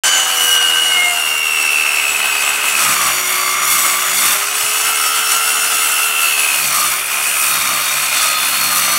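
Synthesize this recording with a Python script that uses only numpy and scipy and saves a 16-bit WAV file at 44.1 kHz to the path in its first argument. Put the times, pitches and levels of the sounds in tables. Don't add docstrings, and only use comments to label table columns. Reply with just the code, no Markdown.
import sys
import numpy as np
from scipy import signal
from scipy.fft import rfft, irfft, next_fast_len
from scipy.io import wavfile
from scipy.ndimage import uniform_filter1d, map_coordinates

SR = 44100
rng = np.random.default_rng(int(sys.argv[2]) if len(sys.argv) > 2 else 0)


def generate_wav(sig):
    pcm = np.round(np.clip(np.atleast_2d(sig).T, -1, 1) * 32767).astype(np.int16)
    wavfile.write(sys.argv[1], SR, pcm)


N = 396018
TIME = np.arange(N) / SR
FFT_SIZE = next_fast_len(N)
FREQ = np.maximum(np.arange(FFT_SIZE // 2 + 1) * SR / FFT_SIZE, 1)

BLADE_TEETH, GEAR_TEETH, PINION_TEETH = 18, 35, 6
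FREE_HZ, BURIED_HZ = 73.44, 68.6
MAINS_HZ, TOP_HZ = 50, 15750


def undb(db):
    return np.exp(np.asarray(db) * (np.log(10) / 20))


def unit(x):
    return x / np.sqrt(np.mean(x ** 2))


def curves(table):
    times, *columns = np.transpose(table)
    return [np.interp(TIME, times, column) for column in columns]


def spell(start, end, attack_s, release_s):
    return np.clip(.5 + np.minimum((TIME - start) / attack_s, (end - TIME) / release_s), 0, 1)


def walk(rate_hz, steps=4):
    held = np.repeat(rng.standard_normal(int(TIME[-1] * rate_hz) + 2), steps)
    slewed = unit(uniform_filter1d(uniform_filter1d(held, steps), steps))
    return np.interp(TIME, np.arange(len(slewed)) / (rate_hz * steps), slewed)


def sine(cycles, smear):
    return np.sqrt(2) * np.sin(2 * np.pi * cycles + smear)


def shape(x, gain):
    return irfft(rfft(x, FFT_SIZE) * gain, FFT_SIZE)[:N]


def below(edge_hz, order=8):
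    return 1 / np.sqrt(1 + (FREQ / edge_hz) ** (2 * order))


def above(edge_hz, order=8):
    return 1 / np.sqrt(1 + (edge_hz / FREQ) ** (2 * order))


def resonances(modes, hz):
    return undb(sum(db / (1 + (2 * (hz - centre) / width) ** 2) for centre, width, db in modes))


def turn_noise(turns, memory, points=512):
    fresh = rng.standard_normal((int(TIME[-1] * 100), points))
    bites = signal.lfilter([1], [1, -memory], fresh, axis=0).ravel()
    return unit(map_coordinates(bites, [(turns + 10) * points], order=3, mode="wrap"))


def line_cluster(lines, speed, turns, modes, waver_db, smear, side_db=0):
    tone, power = 0, 0
    carrier, _ = max(lines, key=lambda line: line[1])
    for k, db in lines:
        gain = undb(db + waver_db * walk(7) + side_db * (k != carrier)) * resonances(modes, k * speed)
        tone = tone + gain * sine(k * turns, smear * walk(22))
        power = power + gain ** 2
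    return tone / np.sqrt(power)


def wind():
    # (t/s, level/dB, half-length/s)
    puffs = [(7.37, -51, 0.027), (7.461, -51, .025), (7.617, -59, .025)]
    swell = undb(-76.5) + sum(undb(db) * np.exp(-((TIME - t) / half) ** 2) for t, db, half in puffs)
    return swell * unit(shape(rng.standard_normal(N), above(42, order=4) * below(72, order=3)))


def offcuts():
    # (t/s, f/Hz, level/dB, decay/s)
    landings = [(4.639, 140, -33, 0.0084), (8.665, 85.4, -41, 0.019)]
    out = 0
    for t, hz, db, decay in landings:
        age = np.maximum(TIME - t, 0)
        out = out + undb(db) * np.exp(-age / decay) * np.sin(2 * np.pi * hz * age)
    return out


def beams(turns, load, shake_db):
    # (multiple of blade speed, level/dB, rise when buried/dB)
    harmonics = [(1, -63.5, 1.5), (2, -65.5, 13), (3, -63, 9), (4, -64, 7), (5, -62, 6)]
    drone = sum(undb(db + rise_db * load + 3.3 * walk(12)) * sine(k * turns, .7 * walk(22))
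                for k, db, rise_db in harmonics)
    rumble = unit(shape(rng.standard_normal(N), above(176, order=4) * below(270, order=3)))
    return (drone + undb(-61 + 11 * load) * rumble) * undb(shake_db)


def motor(turns, shake_db):
    # (t/s, level/dB)
    hum = [(0.05, -43.5), (0.47, -37.5), (1.2, -44.5), (2.6, -38.5), (6.3, -42.5), (8.98, -55.5)]
    level_db = curves(hum)[0] - 0.94 * np.maximum(shake_db, 0) + 0.2 * walk(13)
    shaft = undb(level_db) * sine(turns * GEAR_TEETH / PINION_TEETH, smear=0)
    field = undb(-64.5) * sine(2 * MAINS_HZ * TIME, smear=0)
    return shaft + field


def gears(speed, turns):
    # (t/s, relative level/dB)
    whine_levels = [(0.05, -30), (0.52, -13.5), (0.94, -14), (1.06, -20), (1.8, -14.5), (2.15, -18.3),
                    (2.85, -17.5), (4.2, -21), (4.6, -26.5), (5.9, -22.5), (6.08, -18.5), (6.4, -17),
                    (6.9, -21), (7.3, -16.5), (8.45, -19), (8.98, -24)]
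    # (multiple of blade speed, relative level/dB)
    mesh_lines = [(32, -28), (33, -10.5), (34, -5), (35, 6), (36, 3), (37, -33), (38, -37), (39, -26.5)]
    # (f/Hz, width/Hz, gain/dB)
    case_modes = [(2904, 53, 19)]
    strain = np.clip((76 - speed) / 8, .04, .55)
    whine = line_cluster(mesh_lines, speed, turns, case_modes, waver_db=2.6, smear=0.25 + 0.5 * strain)
    tight_spot = unit(np.exp(1.5 * np.cos(2 * np.pi * turns)))
    knocks = undb(2.4 * walk(400)) * tight_spot
    rattle = unit(knocks * sine((GEAR_TEETH + 1) * turns, 1.8 * walk(300)))
    fade_db = 1.4 * np.maximum(FREE_HZ - speed, 0)
    level_db = curves(whine_levels)[0] - fade_db + 1.1 * walk(120) - 1.5
    return (np.sqrt(1 - strain) * whine + np.sqrt(strain) * rattle) * undb(level_db)


def overtones(turns, load):
    # (multiple of blade speed, relative level/dB)
    lines = [(54, -40.5), (72, -35.5), (90, -36.5), (99, -42), (108, -35), (117, -51), (126, -39),
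             (135, -45), (144, -39)]
    shrill = sum(undb(db + 3.4 * walk(9)) * sine(k * turns, 1.2 * walk(130)) for k, db in lines)
    throb = 1 + 0.5 * np.cos(2 * np.pi * turns)
    return shrill * throb * undb(-3.5 - 4.2 * load)


def squeals(speed, turns):
    # (multiple of blade speed before rounding, f/Hz, width/Hz, level/dB)
    crossings = [(9, 711, 8.2, -29), (19, 1565, 49, -25.5), (27, 2140, 15, -14), (35, 3010, 43, -26.5),
                 (71.3, 5900, 70, -24), (81.2, 6945, 80, -22), (100, 8150, 130, -36)]
    out = 0
    for multiple, hz, width, db in crossings:
        k = round(multiple)
        detune = (k * speed - hz) / width
        response = 1 / (1 + detune ** 2 + np.minimum(1.23 * detune, 0) ** 4)
        out = out + undb(db + 1.7 * walk(109.6)) * response * sine(k * turns, .35 * walk(49.6))
    return out


def ringing_bands(turns, swell_s=0.14):
    # (from t/s, to t/s, f/Hz, level/dB)
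    bands = [(-.2, 0.37, 3020, -32), (-.2, 0.29, 1560, -23), (-.2, 0.36, 6220, -24), (-.2, .6, 758, -36.5),
             (-.2, 1.9, 8050, -33), (.3, 1.2, 9000, -34), (.45, .98, 1544, -24.5),
             (1.15, 2.15, 5570, -31.5), (1.2, 2.17, 2230, -28.5), (1.9, 3.04, 7860, -29.5),
             (2.85, 4.3, 6940, -28), (2.9, 3.6, 4580, -34), (2.9, 3.95, 5790, -30), (2.9, 6.6, 3440, -35),
             (3.1, 4.33, 2140, -25.5), (3.68, 4.03, 7870, -24.5), (4.08, 4.42, 3540, -24.5),
             (4.6, 6.6, 10900, -30), (4.7, 5.9, 5480, -31.5), (4.7, 6.6, 3174, -32.5),
             (4.8, 6.3, 2145, -35), (5.4, 7.2, 9650, -31), (6.1, 7, 4340, -34), (7.1, 7.6, 8990, -23),
             (7.4, 9.5, 4350, -32.5), (7.4, 9.5, 3710, -32), (8.05, 8.6, 3500, -29),
             (8.05, 10.6, 4270, -27), (8.7, 9.14, 6030, -27.5)]
    force, out = turn_noise(turns, memory=0.853), 0
    for start, end, hz, db in bands:
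        width_hz = 65 * np.sqrt(hz / 1000)
        b, a = signal.iirpeak(hz, hz / width_hz, fs=SR)
        band = unit(signal.lfilter(b, a, signal.lfilter(b, a, force)))
        swell = np.clip(np.minimum(TIME - start, end - TIME) / swell_s, 0, 1)
        out = out + undb(db) * swell * band
    return out


def teeth(speed, turns, load):
    # (multiple of blade speed, relative level/dB)
    lines = [(16, -17), (17, -2.5), (18, 4.5), (19, -2), (20, -27)]
    # (from t/s, to t/s, relative level/dB)
    catches = [(2.794, 3.136, -21), (3.326, 4.08, -23), (4.22, 4.343, -24.5), (4.85, 5.5, -21),
               (5.502, 6.3, -23.5), (6.71, 6.886, -19.5), (7.36, 7.842, -24), (8.184, 8.407, -20.5),
               (8.617, 9.1, -22.3)]
    note = line_cluster(lines, speed, turns + 0.301, modes=[], waver_db=3.5,
                        smear=0.54 - 0.17 * load, side_db=1.5 - 5.3 * load)
    chatter = sum(undb(db) * spell(start, end, attack_s=0.078, release_s=0.09)
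                  for start, end, db in catches)
    level = np.hypot(undb(-35), chatter)
    return note * level * undb(2.1 * walk(110) - 3.0)


def cutting(turns, load, bite_db, spray_db, wood_edge_hz=3300, dust_edge_hz=10000):
    # (t/s, tearing wood/dB, blade rasp/dB, sawdust hiss/dB)
    feed = [(0.05, -18.8, -18.5, -26.5), (0.9, -20, -20.5, -28), (1.25, -22, -24, -27),
            (2.6, -19.5, -21.7, -26.7), (3.3, -21, -20.5, -21.7), (4.9, -20.5, -17.5, -22),
            (6, -21, -20, -21), (7.9, -21.5, -19.5, -23.5), (8.98, -20, -20, -22.5)]
    # (f/Hz, gain/dB)
    colour_points = [(60, -25), (150, -16.5), (300, -6), (480, -7.5), (700, 3), (1800, 2), (3300, -2),
                     (4000, -2.5), (5000, -2), (9500, 3.5), (12300, 6.5), (15500, 14)]
    # (f/Hz, width/Hz, gain/dB)
    light_modes = [(1270, 265, 7.5), (1546, 76, 7.5), (2107, 250, 6.5), (2895, 375, 12), (3720, 880, 8),
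                   (4392, 570, 17), (4656, 62, 15), (5035, 155, 16), (5380, 240, 17.5), (5760, 240, 15.5),
                   (6125, 440, 15.5), (6820, 610, 17), (7280, 62, 17.5), (7933, 580, 20), (8740, 107, 18.5),
                   (9050, 300, 13), (9596, 530, 15.5), (10690, 290, 10.5), (11140, 140, 15.5),
                   (11620, 150, 12), (12500, 460, 7), (13360, 540, 8)]
    # (f/Hz, width/Hz, gain/dB)
    buried_modes = [(593, 120, 6.2), (1054, 33, 9.4), (1326, 470, 11.1), (2135, 660, 8.9), (2760, 490, 8.5),
                    (3560, 860, 14), (4270, 150, 15.4), (4600, 176, 16.5), (5020, 230, 9.4),
                    (5586, 520, 16.5), (6000, 88, 15), (6440, 490, 11), (7000, 440, 10.8), (7734, 260, 15),
                    (8100, 220, 11.4), (8760, 680, 11.3), (9660, 540, 11.9), (10670, 130, 9.9),
                    (11220, 350, 6.5), (11580, 190, 9.7), (12624, 90, 5.2), (13100, 650, 5.7)]
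    hz, db = np.transpose(colour_points)
    colour = undb(np.interp(np.log(FREQ), np.log(hz), db))
    light, buried = colour * resonances(light_modes, FREQ), colour * resonances(buried_modes, FREQ)

    def ring(force, band):
        return (1 - load) * unit(shape(force, light * band)) + load * unit(shape(force, buried * band))

    bursts = 1 + 0.27 * np.cos(2 * np.pi * BLADE_TEETH * turns)
    scrape = load * turn_noise(turns, memory=0.39) + (1 - load) * turn_noise(turns, memory=0.59)
    scrape = scrape / np.hypot(load, 1 - load) * bursts * undb(1.22 * walk(400))
    tearing = turn_noise(turns, memory=0.25)
    wobble_db = 0.75 * np.cos(2 * np.pi * turns)
    torque_db = 0.84 * np.sin(2 * np.pi * 2 * MAINS_HZ * TIME)
    tearing = tearing * undb(wobble_db + torque_db + walk(150))
    wood_db, rasp_db, dust_db = curves(feed)
    wood = ring(tearing, below(wood_edge_hz)) * undb(wood_db + 0.38 * bite_db)
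    rasp = ring(scrape, above(wood_edge_hz) * below(dust_edge_hz)) * undb(rasp_db + bite_db - 2.94)
    dust = ring(scrape, above(dust_edge_hz) * below(TOP_HZ)) * undb(dust_db + spray_db - 1.65)
    grain = walk(16)
    return (wood + rasp * undb(0.76 * grain) + dust * undb(.3 * grain)) * undb(0.64 * walk(30))


def pushes():
    # (from t/s, to t/s, rasp/dB, sawdust/dB, drone/dB)
    strokes = [(0, .22, 2.5, -2, 1), (0.397, 0.558, 1.5, 5.5, 0), (2.05, 2.78, 1, 1, 3.5),
               (2.79, 2.956, 7, 4.5, 10.5), (2.998, 3.117, 2.5, 0.5, 9.5), (3.5, 3.617, -2, -5, 1),
               (3.661, 3.857, 3, 4.5, 4.5), (4.17, 4.337, 4, 4.5, 5), (4.41, 4.567, -2, -3.5, -6),
               (5.3, 5.385, 3.5, 1, -2), (6.214, 6.305, 2.5, 4, 2), (6.478, 6.67, 3, 3, 6),
               (6.655, 6.905, 1.5, 1, 5), (6.98, 7.137, -4, -2, -7), (7.35, 7.548, 1, 4.5, 3.5),
               (7.55, 7.78, 1, 1, 4.5), (8.118, 8.353, 2, -0.5, 3), (8.42, 9.1, 1, 3, 6.5)]
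    return sum(np.outer(gains_db, spell(start, end, attack_s=.09, release_s=.06))
               for start, end, *gains_db in strokes)


def scene():
    # (t/s, f/Hz)
    blade_speeds = [(0, 87), (1, 79.5), (2.15, 73.1), (2.72, 72.7), (3.08, 64), (3.45, 64), (3.65, 65.7),
                    (3.85, 63.6), (4.3, 66.9), (4.5, 71.6), (4.75, 74.2), (5.55, 76), (6.2, 75.6),
                    (6.5, 72.7), (6.78, 66.8), (6.95, 66.7), (7.15, 70.5), (7.38, 70.9), (7.7, 66.8),
                    (8.15, 69.8), (8.55, 69.6), (8.98, 65.3)]
    speed = uniform_filter1d(curves(blade_speeds)[0], SR // 10, mode="nearest")
    turns = np.cumsum(speed * (1 + 0.0017 * walk(25))) / SR
    load = np.clip((FREE_HZ - speed) / (FREE_HZ - BURIED_HZ), 0, 1)
    bite_db, spray_db, shake_db = pushes()
    drive = motor(turns, shake_db) + gears(speed, turns)
    blade = teeth(speed, turns, load) + overtones(turns, load)
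    ringing = squeals(speed, turns) + ringing_bands(turns)
    cut = cutting(turns, load, bite_db, spray_db)
    background = beams(turns, load, shake_db) + offcuts() + wind()
    return np.tile(background + drive + blade + ringing + cut, (2, 1))


def record(dry):
    silence_s = .036
    heard = np.clip(dry * (TIME > silence_s), -.95, .95)
    return signal.sosfilt(signal.ellip(12, .1, 80, TOP_HZ, fs=SR, output="sos"), heard)


dry = scene()
out = record(dry)
generate_wav(out)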